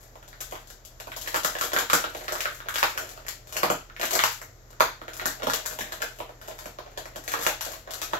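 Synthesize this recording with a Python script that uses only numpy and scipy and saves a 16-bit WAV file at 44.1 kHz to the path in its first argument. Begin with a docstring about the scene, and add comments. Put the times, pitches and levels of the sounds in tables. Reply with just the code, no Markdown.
"""Plastic creases snap, fingers knock a cardboard box, and a finer crackle follows the handling over a low hum.
Indoors: hands work a stiff tray and the box on a table, a few steps from a phone with two microphone ports.
Snaps are smeared clicks with a pitched ring; crackle is clumps of tiny clicks; box and table are resonances.
A few echoes and a small furnished room answer; hum is unsteady sines and room air is coloured noise.
The two ports differ in arrival time and brightness."""
import sys
import numpy as np
from scipy import signal
from scipy.fft import rfft, irfft, next_fast_len
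from scipy.io import wavfile
from scipy.ndimage import uniform_filter1d, map_coordinates

SR = 44100
rng = np.random.default_rng(int(sys.argv[2]) if len(sys.argv) > 2 else 0)


def magnitude_from_level(level_db):
    """Linear magnitude for a level in decibels (20 dB per decade)."""
    exponent = np.asarray(level_db, float) / 20
    return 10 ** exponent


def dump(signal):
    """Clip the signal to [-1, 1] and save it as 16-bit WAV at the path in sys.argv[1]."""
    limited = np.clip(np.atleast_2d(signal).T, -1, 1)
    pcm = np.round(limited * 32767).astype(np.int16)
    wavfile.write(sys.argv[1], SR, pcm)


N = 361179  # samples


def unit(x):
    """Scaled to rms 1."""
    return x / np.sqrt(np.mean(x ** 2) + 1e-20)


def along(points, hz):
    """(Hz, value) points read on a log frequency axis."""
    f, v = np.transpose(points)
    return np.interp(np.log(hz + 1), np.log(f + 1), v)


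def wobble(rate):
    """A smooth random curve with rate knots a second."""
    knots = rng.standard_normal(int(N * rate / SR) + 4)
    return map_coordinates(knots, [np.arange(N) * rate / SR])


def filtered(x, response):
    """The sound x times a complex response of frequency."""
    m = 2 * next_fast_len(x.shape[-1] // 2 + 8192)  # padded, so tails do not wrap round
    spectrum = rfft(x, m) * response(np.fft.rfftfreq(m, 1 / SR))
    return irfft(spectrum, m)[..., :x.shape[-1]]


def causal(points):
    """A minimum-phase colour: its response starts only after the blow."""
    def response(hz):
        cepstrum = irfft(np.log(magnitude_from_level(along(points, hz))))
        cepstrum[1:len(hz) - 1] *= 2  # fold the half before the blow onto the half after
        cepstrum[len(hz):] = 0
        return np.exp(rfft(cepstrum))
    return response


def resonant(modes):
    """A body's response: band-pass resonances summed with alternating sign."""
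    def response(hz):
        total = 0
        for k, (centre, width, db) in enumerate(modes):
            damping = 1j * hz * width
            total = total + (-1) ** k * magnitude_from_level(db) * damping / (centre ** 2 - hz ** 2 + damping)
        return total
    return response


def placed(times, shapes):
    """Rows of samples summed at their start times in seconds."""
    at = np.round(times * SR).astype(int)[:, None] + np.arange(shapes.shape[1])
    return np.bincount(at.ravel(), shapes.ravel(), N + SR)[:N]


# room sound at the two ports: pitch_hz, left_right_likeness (1 = identical)
PORT_LIKENESS = [(60, 0.85), (200, 0.99), (500, 0.61), (1200, 0.04), (4000, 0.034)]


def pair(a, b):
    """Two unrelated signals mixed to the left-right likeness of a diffuse field."""
    def mid_side(hz):
        turn = np.arccos(np.clip(along(PORT_LIKENESS, hz), 0, 1)) / 2
        return np.array([np.cos(turn), np.sin(turn)])
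    mid, side = filtered(np.array([a, b]), mid_side)
    return np.array([mid + side, mid - side])


# low tones of the appliance and the mains: pitch_hz, level_db (rms before the wobble)
HUM_TONES = [(36.5, -55), (59.5, -80), (119.5, -59.5)]


def hum():
    """A motor and mains hum: sines whose level and phase wander slightly."""
    t = np.arange(N) / SR
    total = np.zeros(N)
    for hz, db in HUM_TONES:
        level = np.sqrt(2) * magnitude_from_level(db + 1.1 * wobble(4.4))
        cycles = hz * t + 0.11 * wobble(1.71)
        total += level * np.sin(2 * np.pi * cycles)
    return total


# colour of the room tone: pitch_hz, level_db (relative, per Hz)
AIR_COLOUR = [(24, -24), (32, -5.5), (55, -6), (85, -5.5), (140, -17), (180, -19.5), (640, -15.5),
              (870, -23), (1900, -24), (2700, -34.5), (7400, -30.5), (8800, -75), (12200, -31.5),
              (15700, -45), (16300, -61)]
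AIR_DB = -54  # rms


def room_air():
    """Faint air in the room: diffuse coloured noise."""
    noise = rng.standard_normal((2, N))
    air = unit(filtered(noise, lambda hz: magnitude_from_level(along(AIR_COLOUR, hz))))
    return magnitude_from_level(AIR_DB) * pair(*air)


def grains(count, spread_db, clump_db):
    """Tiny clicks of either sign, a few much larger than the rest, in clumps."""
    when, size, sign = rng.random((count, 3)).T
    heights = np.sign(sign - 0.5) * magnitude_from_level(-spread_db * np.log(size))
    return placed(when * N / SR, heights[:, None]) * magnitude_from_level(clump_db * wobble(25))


# resonances of the cardboard box: pitch_hz, width_hz, level_db
BOX_MODES = [(359, 92, -4.5), (467.6, 33.4, 2), (634.5, 69, 4), (755, 49, 3), (890, 264, -5.5)]
# colour of a plastic crack: pitch_hz, level_db
CRACK_COLOUR = [(300, -21.5), (800, -3.5), (1400, 6.5), (2500, 1), (4000, -3), (8000, -22.5)]
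# colour of the finer plastic fizz: pitch_hz, level_db
FIZZ_COLOUR = [(1500, -19.5), (3000, 4.5), (5000, 4), (8000, 6.5), (12000, 5.5), (16000, -8)]
# the tray being bent: start_s, hold_s, plastic_db, fingers_on_box_db (relative)
TRAY_BENDS = [(0.0, 0.037, -54, -61), (0.328, .04, -63, -60), (0.422, 0.17, -59, -66),
              (0.982, 0.16, -62, -77), (1.193, .15, -43, -49), (1.5, 0.32, -42, -46),
              (1.939, 0.065, -39, -43), (2.05, 0.49, -46, -49.5), (2.681, 0.12, -60, -47),
              (2.873, 0.19, -46, -48), (3.046, 0.14, -54, -51), (3.286, .04, -57, -60),
              (3.547, 0.055, -47, -44), (4.13, 0.038, -35.5, -32), (4.217, 0.077, -38, -50),
              (5.167, 0.14, -45, -46.5), (5.439, 0.13, -56.5, -44), (5.655, 0.29, -50, -46.5),
              (6.005, 0.11, -52, -54), (6.453, 0.044, -54, -51), (6.556, 0.12, -55, -50),
              (6.853, 0.41, -72, -52.5), (7.334, 0.089, -39, -40.5), (7.676, .03, -44, -45.5),
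              (7.91, 0.37, -64, -48)]
RISE_DB_PER_S, FALL_DB_PER_S = 200, 194  # pressure building up and letting go


def crackle():
    """Small creases give way while the plastic is bent; fingers rub and tap the resonant box."""
    start, hold, plastic_db, fingers_db = np.transpose(TRAY_BENDS)[:, :, None]
    t = np.arange(N) / SR
    before = np.maximum(start - t, 0)
    after = np.maximum(t - start - hold, 0)
    pressure = magnitude_from_level(-RISE_DB_PER_S * before - FALL_DB_PER_S * after)
    plastic = grains(count=2000, spread_db=5.0, clump_db=0.5)
    plastic = filtered(plastic, causal(FIZZ_COLOUR)) + magnitude_from_level(2.0) * filtered(plastic, causal(CRACK_COLOUR))
    fingers = grains(count=1600, spread_db=5.5, clump_db=3.0)
    fingers = filtered(fingers, resonant(BOX_MODES)) + magnitude_from_level(-16.0) * filtered(fingers, causal(CRACK_COLOUR))
    # where bends overlap, the strongest sets the level
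    plastic_level = (magnitude_from_level(plastic_db) * pressure).max(axis=0)
    fingers_level = (magnitude_from_level(fingers_db) * pressure).max(axis=0)
    return plastic_level * unit(plastic) + fingers_level * unit(fingers)


# direct path, partly hidden by hands and objects: pitch_hz, level_db
DIRECT_SHADE = [(400, 0.5), (1500, 1.5), (4000, -1), (10000, -4)]
# nearest hard surfaces: left_port_s, level_at_1khz_db, level_at_8khz_db, right_port_later_s (negative: earlier)
NEAR_ECHOES = [(.0057, -3.5, -4.5, -0.0036), (.011, -17, -32, -0.016), (0.0164, -13, -25, .0001),
               (.024, -16, -10, -0.0049)]
LEAD_S = 16 / 44100  # the left port is nearer


def direct_and_echoes(x):
    """Direct sound meets the left port first; near surfaces add coloured copies, mostly delayed.

    One copy reaches the right port ahead of the direct sound."""
    def late(hz, left_s, right_s):
        return np.exp(-2j * np.pi * hz * [[left_s], [right_s]])

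    def early(hz):
        total = causal(DIRECT_SHADE)(hz) * late(hz, 0, LEAD_S)
        for left_s, low_db, high_db, lag in NEAR_ECHOES:
            colour = magnitude_from_level(along([(1000, low_db), (8000, high_db)], hz))
            total = total + colour * late(hz, left_s, left_s + lag)
        return total
    return filtered(x, early)


# decay of the furnished room: pitch_hz, t60_s
ROOM_DECAY = [(200, 0.28), (600, 0.22), (1500, 0.29), (4000, 0.36), (12000, 0.25)]


def room(x):
    """The hands move, so every fifth of a second meets a new decaying pattern of reflections."""
    step = SR // 5
    out = np.zeros((2, N + 2 * SR))
    for start in range(0, N, step):
        hz, t, z = signal.stft(rng.standard_normal((2, SR // 3)), SR, nperseg=256)
        decay = magnitude_from_level(-60 * t / along(ROOM_DECAY, hz)[:, None])
        tail = signal.istft(z * decay, SR, nperseg=256)[1]
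        # table clutter scatters first, walls later
        tail *= np.clip(0.55 + np.arange(tail.shape[1]) / SR / 0.021, 0, 1)
        tail /= np.linalg.norm(tail[0])
        answer = signal.fftconvolve(x[None, start:start + step], tail, axes=1)
        out[:, start:start + answer.shape[1]] += answer
    return pair(*out[:, :N])


def clicks(count, smear_s):
    """Even-coloured clicks whose frequencies leave the bending sheet at slightly different moments."""
    hz = np.fft.rfftfreq(512, 1 / SR)
    delay = smear_s * uniform_filter1d(rng.standard_normal((count, len(hz))), size=12, axis=1) ** 2
    return irfft(np.exp(-2j * np.pi * hz[1] * np.cumsum(delay, axis=1)))  # phase sums the delays


# creases snapping: start_s, crack_db (relative), box_knock_db and fizz_db (over the crack), panel_pitch_hz
CREASE_SNAPS = [(0.155, -38.5, -4.5, -14, 902), (0.2276, -35, -18, -18, 1320), (0.279, -43, -5, -1, 1620),
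                (0.3295, -30.5, -37, -40, 2230), (0.4052, -32.5, -9.5, 0.5, 1330),
                (0.5107, -34, -24, -7, 1430), (0.5232, -27.5, -2.5, -14, 940),
                (0.5534, -27, -24, -20, 1050), (0.6726, -44, -17, 0, 3340), (0.702, -39, -9, -1.5, 1570),
                (0.85, -47.5, -8, 8, 3900), (1.0006, -29, -9.5, -8, 3390), (1.0713, -31, -4.5, -15, 940),
                (1.1183, -22.5, -27, -21, 3380), (1.164, -29.5, -8, -3, 950), (1.2139, -38, -27, 7, 3340),
                (1.261, -28, -19, -22, 3210), (1.2747, -19.5, -18, -10, 1940),
                (1.3439, -12.5, -15, -14, 885), (1.3597, -15, -15, -9, 1340), (1.4336, -29, -10, 0, 3800),
                (1.4473, -13.5, -11.5, -5.5, 1320), (1.5524, -19.5, -11, -31, 1680),
                (1.5645, -21, -12.5, -22, 1640), (1.586, -22, -38, -10, 1610),
                (1.6113, -14.5, -20.5, -9, 1290), (1.6384, -18.5, -12.5, -8.5, 2170),
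                (1.7187, -19, -17, -23, 1010), (1.733, -18, -5.5, -7.5, 1580),
                (1.7635, -10.5, -15, -19, 1570), (1.7869, -16, -21, -6, 980),
                (1.8992, -12.5, -28, -13, 1300), (1.932, -5.5, -14.5, -9.5, 1430),
                (2.0406, -14.5, -16, -35, 1350), (2.1684, -38, -18, 0, 2070),
                (2.2812, -14.5, -18.5, -19.5, 1320), (2.3224, -24.5, -2, -2.5, 1590),
                (2.3537, -22, -10, -16, 1230), (2.4059, -15.5, -23, -10.5, 3100),
                (2.4554, -14.5, -17.5, -25, 1450), (2.603, -28.5, -21.5, -33, 1400),
                (2.6858, -18.5, -26, -13, 1440), (2.741, -23.5, -23, -5, 1220),
                (2.7575, -14.5, -21, -12.5, 3380), (2.7837, -17.5, -27, -7.5, 1580),
                (2.829, -4, -21, -20.5, 850), (2.9762, -18.5, -18.5, -9, 1530),
                (3.0912, -38.5, -17, 1, 1800), (3.1755, -33, -23, -48, 1190),
                (3.2656, -29.5, -33, -10, 2130), (3.2829, -22.5, -22, -5, 3560),
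                (3.472, -43, -4.5, -2, 3800), (3.492, -37.5, -22, -8, 1250), (3.5251, -25.5, -17, -7, 3270),
                (3.567, -14.5, -20.5, -9.5, 2800), (3.6323, -10.5, -6.5, -14.5, 1050),
                (3.701, -14.5, -3, -11, 1340), (3.899, -35, -27.5, -45, 1340),
                (3.9642, -27.5, -27, -23, 2330), (3.9969, -23, -8, -12, 1590),
                (4.0135, -15.5, -16, -12.5, 3500), (4.031, -15.5, -10.5, -13, 1640),
                (4.054, -17.5, -26, -9, 1500), (4.1086, -17.5, -31, -8, 960), (4.131, -12, -12, -8.5, 2150),
                (4.1525, -10, -13.5, -10, 2120), (4.1913, -3, -35, -24, 2260),
                (4.2375, -4.5, -24.5, -15.5, 864), (4.416, -28.5, -14, -9.5, 1980),
                (4.7048, -47, -1, -1, 960), (4.7296, -41, -14, -26, 1470), (4.799, -39, -9, 3, 1060),
                (4.8056, -4, -12.5, -17.5, 960), (5.016, -30, -8.5, -23, 1270),
                (5.0809, -23, -12, -24, 1480), (5.134, -32.5, -17, -4.5, 1500),
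                (5.1969, -18, -27, -33, 1920), (5.2568, -14.5, -14, -6.5, 1660),
                (5.421, -27, -27, -21, 1450), (5.4323, -21, -8, -14, 1440), (5.47, -16.5, -5, -15, 890),
                (5.4986, -15.5, -23, -13, 1470), (5.535, -16, -11, -5, 1180),
                (5.6546, -29.5, -7, -7.5, 2180), (5.7104, -32.5, -11, -7, 1620),
                (5.7883, -21, -9.5, -9.5, 880), (5.8082, -17.5, -27, -16, 1800),
                (5.9216, -21.5, -12, -12, 1680), (6.0193, -15.5, -26, -12.5, 1640),
                (6.032, -28.5, -3, -31, 1580), (6.1874, -38, -3, -2.5, 1560), (6.2027, -22.5, -6, -22, 960),
                (6.2923, -41.5, 4.5, -14, 1240), (6.414, -33, -12.5, -12, 1480),
                (6.4831, -33, 2, -7.5, 1650), (6.5887, -30, -22, -7, 958), (6.6574, -31, -3.5, -7.5, 1330),
                (6.7866, -26, -7.5, -26, 1060), (6.8633, -38, -3, -38, 1323),
                (6.9752, -21.5, -8.5, -13, 1760), (7.0559, -28.5, -9, -14, 2020),
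                (7.159, -29.5, -3, -5.5, 1610), (7.2784, -18, -15.5, -11, 2130),
                (7.318, -17.5, -18, -12, 2660), (7.3385, -14, -14.5, -27, 1170),
                (7.3898, -23.5, -10.5, -11.5, 3140), (7.4128, -23.5, -18, -11, 900),
                (7.45, -25, -24, -9, 910), (7.4655, -7.5, -13, -12, 820), (7.609, -21, -37, -5, 880),
                (7.649, -26.5, -24.5, -3, 1550), (7.735, -26, -17, -16.5, 1040),
                (7.875, -33.5, -1, -34, 1730), (7.9078, -23.5, -23, -9, 2400),
                (7.936, -28, -22, -1.5, 1320), (8.0166, -20.5, -13, -6.5, 3550),
                (8.029, -24.5, -19, -7.5, 1170), (8.134, -14.5, -8.5, -21.5, 940)]
# the box bumping the table top: start_s, level_db (relative)
TABLE_BUMPS = [(0.523, -16), (1.072, -10), (1.36, -7), (1.447, 0.5), (1.611, -0.5), (1.734, 1),
               (1.763, 2.5), (1.932, 10), (2.041, -11), (3.632, 9), (3.701, 11), (4.032, -2), (4.807, -19),
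               (5.017, -7), (5.257, 6), (5.433, 0), (5.47, 8), (5.499, -8), (5.71, -5.5), (5.809, 1),
               (6.204, -9), (6.483, -12), (6.657, -3.5), (7.163, -6), (7.39, -6), (8.134, -4)]
# resonances of the table top: pitch_hz, width_hz, level_db
TABLE_MODES = [(164, 73, -3), (281, 47.3, 4.5)]
RING_CYCLES = 11.7  # the panel's ring falls at 60 dB in this many cycles
THROUGH_BOX_DB = -19  # share of every box knock that reaches the table top


def snaps():
    """A buckling crease: a sharp click that rings the panel at its pitch, fizzes, and knocks box and table."""
    start, crack_db, knock_db, fizz_db, hz = np.transpose(CREASE_SNAPS)[:, :, None]
    bump_start, bump_db = np.transpose(TABLE_BUMPS)
    t = np.arange(512) / SR

    def blow(db, shape):
        return placed(start[:, 0], magnitude_from_level(db) * shape)
    ring = blow(crack_db - 7.5 - 60 * t * hz / RING_CYCLES, np.sin(2 * np.pi * hz * t))
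    click = blow(crack_db + 13.5, clicks(len(start), smear_s=0.00497))
    crack = filtered(click + ring, causal(CRACK_COLOUR))
    fizz = blow(crack_db + fizz_db + 18.0, clicks(len(start), smear_s=0.012))
    fizz = filtered(fizz, causal(FIZZ_COLOUR))
    knocks = blow(crack_db + knock_db + 35.5, 0.92)
    thumps = magnitude_from_level(THROUGH_BOX_DB) * knocks + placed(bump_start, magnitude_from_level(bump_db)[:, None])
    return crack + fizz + filtered(knocks, resonant(BOX_MODES)) + filtered(thumps, resonant(TABLE_MODES))


# colour the ports give the handling sounds: pitch_hz, level_db
PORT_COLOUR = [(2000, 1.5), (6000, -1), (7400, -0.5), (8700, -16.5), (10200, -9.5), (12200, 5),
               (14000, 0.5), (15700, 7), (16300, -41)]


def scene():
    """Hands heard directly, by echoes and through the room, over the hum and air."""
    hands = crackle() + snaps()
    handled = magnitude_from_level(-0.4) * direct_and_echoes(hands) + magnitude_from_level(2.5) * room(hands)
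    return filtered(handled, causal(PORT_COLOUR)) + hum() + room_air()


# brightness of the two ports: pitch_hz, left_over_right_db
PORT_LEAN = [(60, 0), (120, 0.5), (240, -2), (480, -0.5), (950, -2.5), (1890, -1.5), (3770, 8), (7520, 16),
             (15000, 3.5)]


def two_ports(sound):
    """The right port faces away and loses treble; the level difference is split between the ports."""
    return filtered(sound, lambda hz: magnitude_from_level(along(PORT_LEAN, hz) * [[0.5], [-0.5]]))


def roll_off(x):
    """The treble ends steeply here."""
    return signal.sosfilt(signal.butter(12, 16670, fs=SR, output="sos"), x)


def record(dry):
    """The phone's two ports pick up the scene."""
    mix = two_ports(dry)
    return roll_off(mix)


dry = scene()
out = record(dry)
dump(out)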